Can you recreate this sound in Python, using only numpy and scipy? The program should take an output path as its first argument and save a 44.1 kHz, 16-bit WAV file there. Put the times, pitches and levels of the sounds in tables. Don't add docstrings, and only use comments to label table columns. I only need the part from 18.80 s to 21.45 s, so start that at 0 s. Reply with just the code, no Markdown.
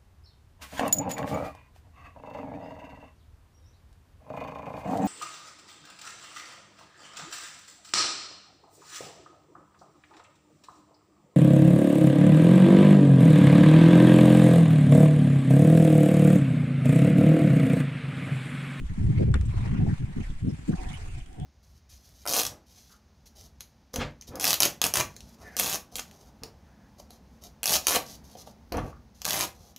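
import sys
import numpy as np
from scipy import signal
from scipy.fft import rfft, irfft, next_fast_len
from scipy.io import wavfile
from scipy.ndimage import uniform_filter1d, minimum_filter1d

SR = 44100
rng = np.random.default_rng(int(sys.argv[2]) if len(sys.argv) > 2 else 0)


def magnitude_from_level(level_db):
    exponent = np.asarray(level_db, float) / 20
    return 10 ** exponent


def inscribe(sig):
    pcm = np.round(np.clip(np.atleast_2d(sig).T, -1, 1) * 32767)
    wavfile.write(sys.argv[1], SR, pcm.astype(np.int16))


N = 116865

# start [t/s], length [t/s], level [level/dB], air speed [scale on eddy pitch]
GUSTS = [(-.03, 0.099, -37.5, 1.33), (.08, 0.076, -36.5, 1.14), (.15, 0.23, -26, 1.146),
         (.31, 0.19, -24, 0.97), (0.378, 0.076, -27, 3.15), (.43, 0.16, -28, 1.16),
         (0.535, 0.234, -29.5, 0.85), (.72, 0.29, -30.5, 0.94), (.87, 0.22, -28, 1.24),
         (.95, 0.15, -24, 1.14), (1.04, 0.13, -26.5, 1.12), (1.185, 0.082, -30, 1.02),
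         (1.26, 0.078, -37, 1.19), (1.35, 0.087, -29.5, 1.24), (1.485, 0.052, -37.5, 1.33),
         (1.6, 0.13, -27, 1.17), (1.65, 0.072, -28.5, 1.88), (1.69, 0.08, -33, 1.04),
         (1.755, 0.12, -44, 1.2), (1.876, 0.047, -25, 1.9), (1.922, 0.035, -27.5, 1.2),
         (1.957, 0.15, -45, 2.4), (2.08, 0.098, -38, 0.91), (2.17, 0.33, -50.5, 0.88),
         (2.4, 0.45, -53.5, 1.9), (2.566, 0.15, -34, 0.93), (0.47, 0.064, -32.5, 2.8),
         (0.54, .04, -34, 3.3), (.62, 0.036, -45, 2.9), (.73, 0.031, -41, 2.7), (.84, .06, -43.5, 2.8),
         (1.04, 0.04, -33.5, 2.56), (2.03, 0.049, -42.5, 1.56), (2.2, 0.17, -53.5, 2.35),
         (2.57, 0.055, -46, 2.6)]
# pitch [f/Hz], gain [level/dB]
EDDY_SPECTRUM = [(20, -16), (50, -5.5), (95, 0.5), (150, 1), (240, -11), (400, -23.5), (650, -47.5),
                 (2500, -130)]
# pitch [f/Hz], correlation [0 to 1]
PORT_LIKENESS = [(40, 0.82), (100, 1), (200, 0.91), (400, 0.84)]
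PORT_LAG_S, PORT_TILT_DB = .0008, .6
GUST_RISE, GUST_FALL = .35, .4
EDDIES_PER_S, EDDY_SPREAD_DB = 450, 3
EDDY_TOP_HZ, WIND_EDGE_HZ = 280, 760
CREST_POWER = 1.8
GUST_TRIM_DB = -2.5

# time [t/s], level [level/dB]
RUMBLE_LEVEL = [(0.0, -40), (0.5, -30), (0.76, -38.5), (0.99, -34), (1.18, -36.5), (1.65, -44.5),
                (1.74, -54), (1.89, -39), (2.01, -45.5), (2.29, -35.5), (2.61, -56), (2.65, -57)]
# pitch [f/Hz], gain [level/dB]
RUMBLE_SPECTRUM = [(8, 0), (25, -1), (40, -3.5), (60, -7), (120, -16), (300, -31.5), (3000, -130)]

# time [t/s], level [level/dB], extra spray brightness [level/dB]
WASH_SWELL = [(0, -71.5, 11.5), (.1, -59.5, 1.5), (.22, -59.5, 5), (.38, -54, -0.5), (.5, -58, -2.5),
              (.68, -63.5, 5), (.74, -53, -0.5), (.85, -51.5, 0.5), (.98, -54.5, -1), (1.04, -56.5, 0),
              (1.12, -56.5, 4), (1.3, -60, -0.5), (1.44, -53.5, 3.5), (1.56, -64.5, 3.5), (1.95, -59, 5.5),
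              (2.1, -55, 5.5), (2.4, -64.5, 9), (2.46, -86, 19)]
# pitch [f/Hz], gain [level/dB]
WASH_SPECTRUM = [(450, -7), (850, -2), (1400, -4.5), (2100, -3), (3300, -11.5), (4300, -13.5),
                 (9000, -16.5), (12500, -35)]
# pitch [f/Hz], gain [level/dB]
SEA_SPECTRUM = [(250, -0.5), (550, -10), (1700, -2), (3300, -5.5), (4200, -17), (9300, -12), (10600, -22),
                (16000, -27.5)]
SEA_DB, SPRAY_HZ = -64.5, 3880

# start [t/s], length [t/s], level [level/dB], centre [f/Hz], left lean [level/dB]
RUSTLES = [(0.086, 0.043, -60, 1910, 2), (0.359, 0.053, -51.5, 2180, -0.5), (2.168, 0.091, -61, 420, -10),
           (0.711, 0.31, -62.5, 1050, -14), (0.854, .02, -51, 650, 2), (.946, 0.039, -55, 1360, -6),
           (0.948, 0.05, -57.5, 2660, 6), (1, 0.048, -49.5, 751, -12.5), (1.064, 0.043, -48.5, 716, -11),
           (1.084, 0.054, -51.5, 1780, 4), (1.404, 0.02, -56, 2560, -8), (1.406, 0.034, -62, 755, -12),
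           (1.433, 0.024, -70, 8440, -10), (1.487, 0.043, -67, 3500, -15), (1.687, 0.037, -61.5, 5400, -1),
           (1.875, 0.035, -58.5, 7670, 4.5), (1.926, 0.02, -52, 1620, -7), (1.93, .018, -52.5, 1110, 3),
           (1.969, 0.042, -57, 1060, 6), (1.974, .04, -60, 2520, -15), (1.963, 0.24, -60, 910, -7),
           (2.56, .12, -66.5, 880, -2), (2.045, 0.06, -54.5, 1780, 0), (2.039, 0.03, -55, 2470, -4),
           (2.084, 0.039, -55, 3330, -4), (2.129, 0.057, -52, 2970, -3), (2.13, 0.035, -62.5, 9600, -13),
           (2.11, 0.064, -53, 2200, -3), (2.277, 0.056, -59.5, 2630, -6), (2.324, 0.15, -61.5, 2370, -2),
           (2.401, 0.025, -60.5, 3000, -6), (2.46, 0.013, -65, 3040, -6), (2.37, .04, -66.5, 7500, 0),
           (2.596, 0.06, -61.5, 3220, 0)]
RUSTLE_Q, SNAPS_PER_S = 5.6, 2500
RUSTLE_RISE, RUSTLE_FALL = 0.076, 0.46

# centre [t/s], peak [level/dB], pitch [f/Hz]
THUMPS = [(.109, -27.5, 107), (.186, -20.5, 172), (0.206, -21, 91), (0.248, -17, 107), (0.27, -18.5, 83),
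          (0.31, -16.5, 117), (.382, -18.5, 90), (.421, -14.5, 141), (.454, -17.5, 123),
          (0.483, -19.5, 105), (.51, -8, 116.6), (.539, -21, 118), (0.604, -16, 86.4), (0.705, -22.5, 98),
          (.772, -16.5, 102), (.829, -21, 122), (.872, -24.5, 93), (0.909, -20, 127), (0.943, -27, 97),
          (0.992, -24.5, 130), (1.014, -20.5, 101), (1.032, -17, 141), (1.076, -22, 124),
          (1.093, -27.5, 75), (1.131, -17, 155), (1.214, -28, 105), (1.239, -25.5, 129), (1.372, -28, 210),
          (1.412, -23, 94), (1.636, -27, 87), (1.682, -21.5, 174), (1.731, -26.5, 114), (1.898, -14, 171),
          (1.938, -22, 161), (2.635, -27, 127)]
THUMP_TURNS, THUMP_SAG = 0.86, 0.23

# start [t/s], peak [level/dB], left lean [level/dB]
CLICKS = [(0.5161, -35.5, 0.5), (0.5409, -25.5, 5), (0.557, -38, 3.5), (0.611, -38.5, 1), (0.612, -34.5, 0),
          (1.7739, -47, -7), (1.881, -51.5, 12), (2.0325, -37.5, -1), (2.0904, -36.5, 1),
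          (2.131, -41, 20.5), (2.1734, -45, -9), (2.4606, -42, -2), (2.529, -42, -1), (2.599, -40.5, 8.5)]
# pitch [f/Hz], gain [level/dB], decay by 60 dB [t/s]
GEAR_MODES = [(847, -10.5, 0.083), (1223, -1, 0.06), (1400, 12.5, 0.012), (1656, -21, 0.14),
              (2287, -4.5, 0.029), (3500, 0.5, 0.02), (5030, -5.5, 0.019), (6900, -25, 0.025),
              (8160, -12, 0.0074)]
# pitch [f/Hz], gain [level/dB]
CRACK_SPECTRUM = [(800, -13.5), (2000, 0), (4000, 1), (8800, 6), (10500, -18.5), (16000, -16)]
CRACK_DB, CRACK_S = -5, .0014
SCATTER_DB, SCATTER_S, SCATTER_HZ = -14, 0.029, 1700
RING_GROWTH = 1.5
RATCHET_S, RATCHET_DB, RATCHET_HZ = .6545, -39.5, 7800
TEETH_PER_S, TEETH = 255, 5

# time [t/s], level [level/dB]
MOAN_LEVEL = [(1.88, -59), (1.96, -51), (2.0, -49), (2.11, -54.5), (2.2, -63), (2.24, -56), (2.32, -76),
              (2.38, -56), (2.45, -71.5), (2.52, -60), (2.61, -57), (2.65, -44)]
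MOAN_HZ, MOAN_WIDTH_HZ, MOAN_PAN_DB = 740, 48, -9
MOAN_STEADY = .45

LIMIT_DB = -11.5


def evened(x):
    return x / np.sqrt(np.mean(x ** 2) + 1e-20)


def read(points, hz):
    f, value = np.transpose(points)
    return np.interp(np.log(hz + 1), np.log(f + 1), value)


def level(curve, column=1):
    rows = np.transpose(curve)
    return magnitude_from_level(np.interp(np.arange(N) / SR, rows[0], rows[column]))


def add(mix, s, sound):
    at = round(s * SR)
    part = mix[:, max(at, 0):][:, :sound.shape[1] + min(at, 0)]
    part += sound[:, max(-at, 0):][:, :part.shape[1]]


def coloured(x, gain):
    size = x.shape[-1]
    return irfft(rfft(x) * gain(np.fft.rfftfreq(size, 1 / SR)), size)


def panned(x, db):
    return x * magnitude_from_level([[db / 2], [-db / 2]])


def arch(size, rise, fall):
    u = np.arange(size) / size
    ramp = np.clip(np.minimum(u / rise, (1 - u) / fall), 0, 1)
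    return np.sin(np.pi / 2 * ramp) ** 2


def hiss(shape, same, patchy_db, flicker_db, size=512):
    frames, hz = 4 * N // size + 5, np.fft.rfftfreq(size, 1 / SR)
    a, b, c, d, patch = rng.standard_normal((frames, len(hz), 5)).T
    patch = uniform_filter1d(patch, size=7, axis=0)
    patch = evened(uniform_filter1d(patch, size=14, axis=1))
    flicker = evened(uniform_filter1d(rng.standard_normal(frames), size=4))
    left = a + 1j * b
    right = same * left + np.sqrt(1 - same ** 2) * (c + 1j * d)
    gain = magnitude_from_level(read(shape, hz)[:, None] + patchy_db * patch + flicker_db * flicker)
    spectra = np.array([left, right]) * gain
    return signal.istft(spectra, nperseg=size, noverlap=size - size // 4)[1][:, :N]


def in_band(x, lo_hz, hi_hz):
    return x / np.std(coloured(x.mean(0), lambda hz: (hz > lo_hz) & (hz < hi_hz)))


def gust(start, length, db, speed, draws):
    size, pad = round(length * SR), SR // 20
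    chance, big, sign = draws[:, :, :size]
    strikes = (chance < EDDIES_PER_S * speed / SR) * np.sign(sign - .5)
    eddies = strikes * magnitude_from_level(-EDDY_SPREAD_DB * np.log(big + 0.033))
    shape = arch(size, GUST_RISE, GUST_FALL)

    def spectrum(power):
        return rfft(np.pad(eddies * shape ** power, ((0, 0), (pad, pad))))

    hz = np.fft.rfftfreq(size + 2 * pad, 1 / SR)
    deep = 1 / (1 + (hz / speed / EDDY_TOP_HZ) ** 4)
    wind = deep * spectrum(.75) + (1 - deep) * spectrum(CREST_POWER)
    left, other = wind * magnitude_from_level(read(EDDY_SPECTRUM, hz / speed)) / (1 + (hz / WIND_EDGE_HZ) ** 8)
    same = np.clip(read(PORT_LIKENESS, hz), 0, 1)
    late = np.exp(-2j * np.pi * hz * PORT_LAG_S)
    right = same * left * late + np.sqrt(1 - same ** 2) * other
    pair = irfft([left, right], size + 2 * pad)
    pair = pair / pair[:, pad:-pad].std()
    return start - pad / SR, magnitude_from_level(db + GUST_TRIM_DB) * panned(pair, PORT_TILT_DB)


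def rumble():
    lumps = hiss(RUMBLE_SPECTRUM, 0.99, 3.24, 3.7, size=4096)
    return level(RUMBLE_LEVEL) * in_band(lumps, 25.0, 48.4)


def wash():
    sea = magnitude_from_level(SEA_DB) * in_band(hiss(SEA_SPECTRUM, 0.029, 1.0, 0.87), 1200, SR / 2)
    swell = in_band(hiss(WASH_SPECTRUM, -0.052, 2.6, 2.0), 1335, SR / 2)
    spray = coloured(swell, lambda hz: 1 / (1 + (SPRAY_HZ / (hz + 1)) ** 4))
    brightness = level(WASH_SWELL, column=2) - 1.5
    return sea + level(WASH_SWELL) * (swell + brightness * spray)


def rustle(start, length, db, centre_hz, pan_db, draws):
    size = round(length * SR)
    chance, big, sign = draws[:, :, :size]
    snaps = ((chance < SNAPS_PER_S / SR) + 0.32) * np.log(big + 1e-4) * np.sign(sign - .5)
    ring = coloured(snaps, lambda hz: 1 / (1 + ((hz - centre_hz) * RUSTLE_Q * 2 / centre_hz) ** 2))
    shaped = evened(ring) * arch(size, RUSTLE_RISE, RUSTLE_FALL)
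    return start, magnitude_from_level(db + 2.5) * panned(shaped, pan_db)


def thump(s, db, hz, phase):
    t = np.arange(-SR // 20, SR // 20) / SR
    turns = (t - np.array([[0], [PORT_LAG_S]])) * hz
    swing = np.cos(2 * np.pi * (turns - THUMP_SAG * turns ** 2 / 2 + phase))
    return s - 1 / 20, magnitude_from_level(db) * np.exp(-.5 * (turns / THUMP_TURNS) ** 2) * swing


def click(start, db, pan_db, draws):
    t = np.arange(draws.shape[1]) / SR
    crack = evened(coloured(draws, lambda hz: magnitude_from_level(read(CRACK_SPECTRUM, hz))))
    crack = magnitude_from_level(CRACK_DB) * crack * np.exp(-t / CRACK_S)
    ring = 0
    for k, (hz, gain_db, t60) in enumerate(GEAR_MODES):
        phase = draws[:, k:k + 1]
        ring = ring + magnitude_from_level(gain_db - 60 * t / t60) * np.sin(2 * np.pi * hz * t + phase)
    dull = evened(coloured(draws[::-1], lambda hz: 1 / (1 + (hz / SCATTER_HZ - SCATTER_HZ / (hz + 1)) ** 4)))
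    scatter = magnitude_from_level(SCATTER_DB) * dull * np.exp(-(t / SCATTER_S) ** 2)
    hardness = magnitude_from_level(RING_GROWTH * (db - max(row[1] for row in CLICKS)))
    onset = np.minimum(t / 0.00071, 1)
    sound = onset * (crack + hardness * (0.53 * ring + scatter))
    return start, magnitude_from_level(db) * panned(sound, pan_db)


def ratchet():
    t = np.arange(SR // 20) / SR
    since = t % (1 / TEETH_PER_S)
    ring = np.sin(2 * np.pi * RATCHET_HZ * since) * np.exp(-since * RATCHET_HZ / TEETH)
    ticks = (t < TEETH / TEETH_PER_S) * ring
    return RATCHET_S, magnitude_from_level(RATCHET_DB) * np.array([ticks, -.4 * ticks])


def moan():
    noise = rng.standard_normal((2, N))
    pair = coloured(noise, lambda hz: 1 / (1 + ((hz - MOAN_HZ) / MOAN_WIDTH_HZ) ** 2))
    envelope = abs(signal.hilbert(pair, next_fast_len(N))[:, :N])
    a, b = pair / envelope ** MOAN_STEADY
    start = np.clip((np.arange(N) / SR - MOAN_LEVEL[0][0]) / 0.042, 0, 1)
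    whistle = evened(np.array([a, -.4 * a + 0.94 * b]))
    return level(MOAN_LEVEL) * start * panned(whistle, MOAN_PAN_DB)


def scene():
    mix = rumble() + wash() + moan()
    for row, draws in zip(GUSTS, rng.random((len(GUSTS), 3, 2, SR // 2))):
        add(mix, *gust(*row, draws))
    for row, phase in zip(THUMPS, rng.random(len(THUMPS))):
        add(mix, *thump(*row, phase))
    for row, draws in zip(RUSTLES, rng.random((len(RUSTLES), 3, 2, SR // 3))):
        add(mix, *rustle(*row, draws))
    for row, draws in zip(CLICKS, rng.standard_normal((len(CLICKS), 2, SR // 10))):
        add(mix, *click(*row, draws))
    add(mix, *ratchet())
    return mix


def roll_off(x):
    return signal.sosfilt(signal.butter(12, 15600, fs=SR, output="sos"), x)


def record(dry):
    reach = SR // 100
    peak = -minimum_filter1d(-abs(dry).max(0), size=2 * reach)
    gain = np.minimum(magnitude_from_level(LIMIT_DB) / (peak + 1e-9), 1)
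    for _ in range(2):
        gain = uniform_filter1d(gain, size=reach // 2)
    return roll_off(dry * gain)


dry = scene()
out = record(dry)
inscribe(out)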